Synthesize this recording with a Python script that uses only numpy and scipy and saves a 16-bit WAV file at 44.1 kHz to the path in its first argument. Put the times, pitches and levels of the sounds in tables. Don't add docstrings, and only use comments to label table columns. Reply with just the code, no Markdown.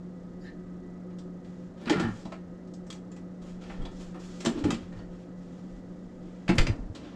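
import sys
import numpy as np
from scipy import signal
from scipy.fft import rfft, irfft
from scipy.io import wavfile
from scipy.ndimage import map_coordinates

SR = 44100
rng = np.random.default_rng(int(sys.argv[2]) if len(sys.argv) > 2 else 0)


def store_pcm(level_fs):
    pcm = np.round(np.clip(level_fs, -1, 1) * 32767).astype(np.int16)
    wavfile.write(sys.argv[1], SR, np.atleast_2d(pcm).T)


def invert_db(x):
    u = np.asarray(x, float) / 20
    return 10 ** u


N = 315403

# start in seconds, strength in dB,
# weight in dB (how much the hollow shelf answers), hardness in dB (how much the edge ticks).
SET_DOWNS = [(1.103, -57, -5, -21), (1.185, -46.5, -20, -8.5), (1.4456, -52, -12, -12),
             (1.8552, -38, -5, -19), (1.8951, -20, -8.5, -13), (1.996, -29, -3, -10.5),
             (2.32, -43.5, 6, -11.5), (2.8654, -59, 8, 2.5), (2.9475, -55.5, 7, -1), (3.1166, -52, -7, -8),
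             (3.1626, -51.5, -0.5, -5), (4.403, -35, -8, -6.5), (4.588, -42.5, -8, -9),
             (4.6384, -31.5, 0, -12), (4.7035, -29, -1, -6.5), (4.925, -54, 4, -9),
             (6.489, -29, 1.5, -12.5), (6.9485, -37, -19, -14)]
# start in seconds, strength, weight and hardness in dB.
NUDGES = [(2.2522, -43, 6, -14), (2.6728, -60, 1, -6), (2.736, -51, -18, -1), (3.4191, -51.5, 0, -10),
          (3.8187, -50.5, 8.5, -9), (3.8521, -36.5, -3, -17), (4.1445, -55.5, 17.5, -17),
          (4.4573, -22.5, -0.5, -11), (4.9861, -55, 8, -18)]
# start in seconds, strength, weight and hardness in dB.
SLAPS = [(1.8747, -39, -2, -21), (1.9226, -33.5, -5, -24), (2.0494, -64, 15, 4), (3.636, -45.5, -19.5, -16),
         (3.6977, -56.5, 17, -12), (4.7405, -35, -27, -22), (6.4787, -32, -4, -14), (6.497, -40, 4.5, -17)]
# start in seconds, strength, weight and hardness in dB.
CRACKS = [
    (2.9015, -29.5, -21, -10.5),
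    (2.925, -41, -13, -3.5),
    (4.4485, -26.5, -13, -5.5),
    (6.5536, -49, 5, 0),
    (6.5815, -9, -11, -16),
    (6.6672, -21.5, -6.5, -14),
]
# start in seconds, peak in dB, pitch in Hz.
DRAWER_THUDS = [(1.871, -18, 252), (1.905, -9.5, 313), (1.918, -14, 427), (1.939, -19, 302),
                (1.959, -19, 194), (1.979, -16, 190), (1.999, -17.5, 336), (2.024, -15.5, 251),
                (2.049, -16.5, 231), (2.089, -20.5, 209), (2.254, -26, 213)]
# start in seconds, peak in dB, pitch in Hz.
SHELF_THUDS = [(3.802, -31, 129), (4.466, -25, 314), (4.469, -10, 243), (4.519, -19.5, 257),
               (4.549, -26.5, 327), (4.575, -18, 272), (4.609, -23, 300), (4.646, -26.5, 196),
               (4.652, -10.5, 298), (4.669, -15.5, 245.4), (4.69, -17, 272), (4.729, -17.5, 232),
               (4.77, -29, 212)]
# start in seconds, peak in dB, pitch in Hz.
DOOR_THUDS = [
    (6.492, -9.5, 198),
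    (6.494, -16, 352),
    (6.509, -17.5, 237),
    (6.56, -21, 196),
    (6.583, -12.5, 114),
    (6.595, -32, 340),
    (6.68, -22, 151),
    (6.683, -30, 335),
]
# frequency in Hz, level in dB, T60 in seconds.
JAR_MODES = [(1232, 0, 0.1), (2630, -6, 0.088), (3200, -6, 0.24), (3840, -4, 0.062), (4530, -22, 0.28),
             (4800, -28, 0.12), (5030, -14, 0.32), (6450, -15, 0.056), (7260, -5, 0.053),
             (7200, -24, 0.091)]
# start in seconds, level in dB, frequency in Hz.
PINGS = [(1.897, -21, 837), (1.898, -23, 3220), (1.898, -32, 6800), (1.901, -34, 1230), (2.321, -37, 1296),
         (2.323, -33, 636), (2.903, -37, 3300), (2.903, -43, 1260), (2.906, -45, 6350), (2.907, -45, 7500),
         (3.117, -46.5, 7160), (3.819, -48, 3240), (3.852, -39, 3380), (3.86, -38, 906), (4.460, -26, 3120),
         (4.462, -28, 1680), (4.463, -28, 7360), (4.575, -44, 1405), (4.645, -33, 850), (4.99, -50, 4470),
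         (6.493, -21, 697), (6.494, -27, 2230), (6.496, -27.5, 2630)]
# time in seconds, level in dB, tilt to the upper bands in dB.
SKID = [(.40, -94, 17), (.415, -72, 17), (.445, -57, -1), (.475, -48.5, -14), (.505, -58.5, -17),
        (.535, -87, -14), (.56, -110, -13)]
# frequency in Hz, width in Hz, level in dB.
SKID_BANDS = [(1770, 300, 0), (2900, 1600, -9), (3850, 700, -9), (4600, 900, -10), (6950, 250, -16),
              (11300, 900, -22)]
# start in seconds, level in dB.
CLIPS = [(1.997, -50), (2.9, -53), (4.01, -58), (6.488, -51), (6.553, -43), (6.5815, -34)]
# start in seconds, hold in seconds, rumble in dB, rattle in dB.
SHAKES = [(1.802, 0.056, -43, -63), (1.861, 0.065, -46, -38), (1.951, 0.086, -38.5, -37.5),
          (2.301, 0.033, -60, -57), (3.41, .05, -50, -70), (3.688, 0.046, -51, -55.5),
          (3.789, 0.027, -51.5, -64), (3.85, .02, -54, -65), (4.132, 0.011, -45, -55),
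          (4.436, 0.015, -32, -45), (4.562, .015, -50, -62), (4.635, 0.043, -38, -51),
          (4.912, 0.08, -64, -58), (6.49, 0.028, -50, -54), (6.566, 0.012, -33, -41),
          (6.658, .02, -46.5, -52)]
# frequency in Hz, level in dB, T60 in seconds.
SHELF_MODES = [(113.3, -14, 0.13), (212, -3, 0.1), (252, 10, 0.18), (331, 5.5, 0.15), (420, -15, 0.084)]
# frequency in Hz, width in Hz, level in dB.
DRAWER_WALLS = [(774, 140, -9), (1414, 105, 4), (1685, 79, -0.5), (1863, 22, 7), (2850, 99, -15.5),
                (3100, 38, -12.5)]
# start in seconds, hold in seconds, level in dB, brightness in dB.
RUMMAGES = [(1.433, 0.17, -68.5, -1), (1.757, .04, -58, -4), (2.055, 0.14, -56.5, -0.5),
            (3.403, 0.09, -60.5, -1), (3.596, 0.045, -55, -3.5), (3.675, 0.016, -57, -4.5),
            (3.896, 0.062, -61.5, 1.5), (3.978, 0.024, -53, -1), (4.18, 0.27, -54.5, -0.2),
            (4.497, .01, -56, -6), (4.544, 0.007, -54, -5.5), (4.762, 0.043, -57, -3.5),
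            (4.942, 0.024, -61.5, -2.5), (5.09, 0.11, -66, -2.5), (5.354, 0.39, -66, -1.5),
            (5.85, .3, -73, -1.5), (6.206, .25, -65, -3), (6.934, 0.018, -53, -3.5), (6.996, .15, -64, -8)]
# frequency in Hz, density in dB per Hz.
CRINKLE_SPECTRUM = [(880, -2), (1500, -2.5), (1930, -6), (2040, -7.5), (3320, -3), (3850, -6), (6450, -4.5),
                    (7140, -3.5), (9020, -17.5), (12500, -24), (14000, -37)]
# time in seconds, level in dB.
MOTOR_LEVEL = [(0, -43), (1.1, -39.5), (2.07, -44.5), (2.4, -42), (4.4, -39.5), (4.62, -46), (4.8, -42.5),
               (6.49, -42.5), (6.8, -61), (7.15, -46)]
# frequency in Hz, width in Hz, level in dB.
WHINES = [(179.2, 6, 0), (364.2, 20, -11.5), (508.8, 23.5, -17), (1259.4, 60, -26), (1968, 11.7, -32)]
# frequency in Hz, density in dB per Hz.
FAN_SPECTRUM = [(18, -24.5), (30, -19), (123, -9.5), (144, -9.5), (160, -11.5), (181, -3), (206, -7),
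                (296, -4.5), (383, -17.5), (508, -14), (991, -29.5), (1930, -34.5), (2370, -44),
                (7360, -47), (14000, -78)]
# start in seconds, hold in seconds, level in dB.
SHUDDERS = [
    (3.7, 0.11, -58),
    (4.5, 0.064, -46),
    (6.5, 0.065, -34.5),
    (6.9, .25, -55),
]
# start in seconds, hold in seconds, level in dB.
GUSTS = [(.56, .05, -52), (1.98, 0.096, -45), (3.4, 0.26, -49), (3.76, .01, -31.5), (3.9, 0.33, -53),
         (4.47, 0.33, -50), (4.9, 0.19, -49), (5.68, 0.041, -46), (6.0, 0.23, -58), (6.44, 0.31, -48),
         (6.70, 0.085, -34.5)]
# start in seconds, peak in dB, frequency in Hz, T60 in seconds.
JOLTS = [
    (2.043, -26, 110, 0.42),
    (3.795, -27.5, 17.7, 0.43),
    (4.639, -21.5, 99, 0.21),
    (4.83, -36, 95, 0.19),
    (4.961, -36.5, 105, 0.35),
    (6.499, -22, 25, 0.27),
    (6.597, -5.5, 24.6, 0.19),
    (6.699, -10, 104, 0.086),
    (6.899, -27, 98, 0.12),
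]


def rms_one(x):
    return x / np.sqrt(np.mean(x ** 2) + 1e-20)


def in_time(rows):
    seconds, *columns = np.transpose(rows)
    return [np.interp(np.arange(N) / SR, seconds, column) for column in columns]


def band(x, low_hz, high_hz, order=2):
    return signal.sosfilt(signal.butter(order, [low_hz, high_hz], "band", fs=SR, output="sos"), x)


def drift(rate_hz):
    knots = rng.standard_normal(int(N / SR * rate_hz * 2) + 400)
    position = np.arange(N) / SR * rate_hz * 2
    return map_coordinates(knots, [position], order=2)


def coloured(spectrum):
    hz, db = np.transpose(spectrum)
    log_hz = np.log(np.fft.rfftfreq(N, 1 / SR) + 1)
    gain = invert_db(np.interp(log_hz, np.log(hz), db))
    return rms_one(irfft(rfft(rng.standard_normal(N)) * gain, N))


def resonate(x, hz, width_hz):
    r = np.exp(-np.pi * width_hz / SR)
    feedback = [1, -2 * r * np.cos(2 * np.pi * hz / SR), r * r]
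    return signal.lfilter(np.array([1, 0, -1]) * (1 - r * r) / 2, feedback, x)


def narrow_noise(x, hz, width_hz):
    return rms_one(resonate(resonate(x, hz, width_hz), hz, width_hz))


def ring(clicks, hz, t60):
    r = invert_db(-60 / (t60 * SR))
    w = 2 * np.pi * hz / SR
    return signal.lfilter([0, np.sin(w)], [1, -2 * r * np.cos(w), r * r], clicks + 1e-18)


def grains(per_s, spread_db):
    sizes = invert_db(spread_db * np.minimum(rng.exponential(1, N), 4)) * rng.choice([-1, 1], N)
    return rms_one(sizes * (rng.random(N) < per_s / SR))


def strikes(seconds, level_db):
    clicks = np.zeros(N)
    clicks[(np.asarray(seconds) * SR).astype(int)] = invert_db(level_db)
    return clicks


def swell(t, t60, rise_s):
    return (1 - np.exp(-t / rise_s)) * invert_db(-60 * t / t60)


def strokes(rows, attack_s, t60):
    t, out = np.arange(SR) / SR, np.zeros(N + SR)
    for s, hold, db in rows:
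        rise = np.clip(t / attack_s, 0, 1) ** 2
        fall_db = -60 * np.maximum(t - attack_s - hold, 0) / t60
        start = int(s * SR)
        out[start:start + SR] += rise * invert_db(db + fall_db)
    return out[:N]


def knocks():
    t = np.arange(SR // 4) / SR
    levels = np.zeros((4, N + SR))
    # contacts, body in dB over the mean of clack and hollow, chatter T60 in seconds
    for rows, body_db, t60 in [(SET_DOWNS, -3.5, 0.088), (NUDGES, -11.5, 0.078),
                               (SLAPS, 5.9, 0.078), (CRACKS, -1.3, 0.044)]:
        shape = swell(t, t60, rise_s=0.0014)
        for s, db, weight_db, hard_db in rows:
            hollow, body = weight_db + 14.5, weight_db / 2 + body_db + 11
            clack, tick = 3.0, hard_db + 9.5
            registers_db = db + np.array([[hollow], [body], [clack], [tick]])
            start = int(s * SR)
            levels[:, start:start + len(t)] += invert_db(registers_db) * shape
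    chatter = [grains(16000, spread_db=2.0) * level for level in levels[:, :N]]
    edges_hz = [450, 1100, 2800, 5000, 8300]
    registers = sum(band(chatter[k], edges_hz[k], edges_hz[k + 1], order=4) for k in range(4))
    sharpest_edge = band(chatter[3], 5700, 14000) * invert_db(-20.0)
    return registers + sharpest_edge


def thuds():
    t, out = np.arange(SR // 3) / SR, np.zeros(N + SR)
    modes = [(0.973, 1.0), (0.714, 0.15), (1.37, 0.34)]
    for rows, t60 in [(DRAWER_THUDS, 0.077), (SHELF_THUDS, 0.079), (DOOR_THUDS, 0.12)]:
        for s, db, hz in rows:
            tone = sum(gain * np.sin(2 * np.pi * hz * ratio * t) for ratio, gain in modes)
            start = int(s * SR)
            out[start:start + len(t)] += invert_db(db) * tone * swell(t, t60, rise_s=0.0016)
    return out[:N]


def glass():
    clink_s, clink_db = 4.706, -27.5
    ping_t60_s, ping_loss = 0.06, 0.3
    clink = sum(ring(strikes([clink_s], clink_db + db), hz, min(t60, 0.2) * 0.54) for hz, db, t60 in JAR_MODES)
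    pings = sum(ring(strikes([s], db), hz, ping_t60_s * (1e3 / hz) ** ping_loss) for s, db, hz in PINGS)
    return clink + pings


def skid():
    level_db, tilt_db = in_time(SKID)
    rub = grains(6600, spread_db=4.0)
    bands = [invert_db(db) * narrow_noise(rub, hz, width) for hz, width, db in SKID_BANDS]
    return invert_db(level_db) * (sum(bands[:3]) + invert_db(tilt_db) * sum(bands[3:]))


def clips():
    level = strokes([(s, 0, db) for s, db in CLIPS], attack_s=0.001, t60=0.063)
    return band(level * grains(9000, spread_db=1.0), 7500, 11300)


def slides():
    attack_s, t60_s = 0.014, 0.29
    rumble_level = strokes([(s, hold, db) for s, hold, db, _ in SHAKES], attack_s, t60_s)
    rattle_level = strokes([(s, hold, db) for s, hold, _, db in SHAKES], attack_s, t60_s)
    slips = grains(2500, spread_db=3.5)
    rumble = sum(invert_db(db) * resonate(slips, hz, 5 / t60) for hz, db, t60 in SHELF_MODES)
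    walls = sum(invert_db(db) * (-1) ** k * resonate(slips, hz, width)
                for k, (hz, width, db) in enumerate(DRAWER_WALLS))
    rattle = rms_one(walls) + 0.63 * rms_one(band(slips, 410, 2130))
    return rumble_level * rms_one(rumble) + rattle_level * rms_one(rattle)


def rustle():
    attack_s, t60_s = 0.024, 0.43
    low = strokes([(s, hold, db - tilt) for s, hold, db, tilt in RUMMAGES], attack_s, t60_s)
    high = strokes([(s, hold, db + tilt) for s, hold, db, tilt in RUMMAGES], attack_s, t60_s)
    crinkle = coloured(CRINKLE_SPECTRUM) * invert_db(1.5 * drift(30))
    dull = signal.lfilter(*signal.butter(2, 4000, fs=SR), crinkle)
    return low * dull + high * (crinkle - dull)


def fridge():
    motor_db, = in_time(MOTOR_LEVEL)
    hum_hz = WHINES[0][0] + 1.603 * drift(6)
    phase = 2 * np.pi * np.cumsum(hum_hz) / SR
    hum = np.sqrt(2) * np.sin(phase) * invert_db(1.17 * drift(12))
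    white = rng.standard_normal(N)
    whines = sum(invert_db(db) * narrow_noise(white, hz, width) for hz, width, db in WHINES[1:])
    draught = invert_db(-46) + strokes(SHUDDERS, attack_s=0.059, t60=0.68)
    rush = coloured(FAN_SPECTRUM)
    flutter = band(rush, 4500, 9500) * 0.25 * np.cos(phase / 6)
    return invert_db(motor_db) * (hum + whines) + invert_db(1.5) * draught * (rush + flutter)


def air():
    level = invert_db(-57.5) + strokes(GUSTS, attack_s=0.031, t60=0.4)
    out = level * rms_one(band(rng.standard_normal(N), 14.0, 44, order=3))
    for s, db, hz, t60 in JOLTS:
        t = np.maximum(np.arange(N) / SR - s, 0)
        out -= invert_db(db - 60 * t / t60) * np.sin(2 * np.pi * hz * t)
    return out


def kitchen(x):
    t60_s, echo_db = 0.2, -3.5
    t = np.arange(SR // 2) / SR
    noise = rng.standard_normal(len(t)) * (t > 0.004)
    low = signal.lfilter(*signal.butter(1, 3000, fs=SR), noise)
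    echo = low * invert_db(-60 * t / t60_s) + (noise - low) * invert_db(-60 * t / (0.92 * t60_s))
    echo /= np.sqrt(np.sum(echo ** 2))
    return x + invert_db(echo_db) * signal.fftconvolve(x, echo)[:N]


def scene():
    handled = knocks() + thuds() + glass() + skid() + clips() + slides() + rustle()
    return (kitchen(handled) + fridge() + air())[None]


def band_limit(x):
    return signal.sosfilt(signal.butter(12, 15530, fs=SR, output="sos"), x)


def record(dry):
    heard = signal.sosfilt(signal.butter(2, 9000, fs=SR, output="sos"), dry)
    heard = signal.sosfilt(signal.butter(8, 14700, fs=SR, output="sos"), heard)
    hiss = rms_one(band(rng.standard_normal(N), 8500, 12300, order=4))
    heard = heard + invert_db(-91) * hiss
    return band_limit(0.52 * np.tanh(heard / 0.71))


dry = scene()
out = record(dry)
store_pcm(out)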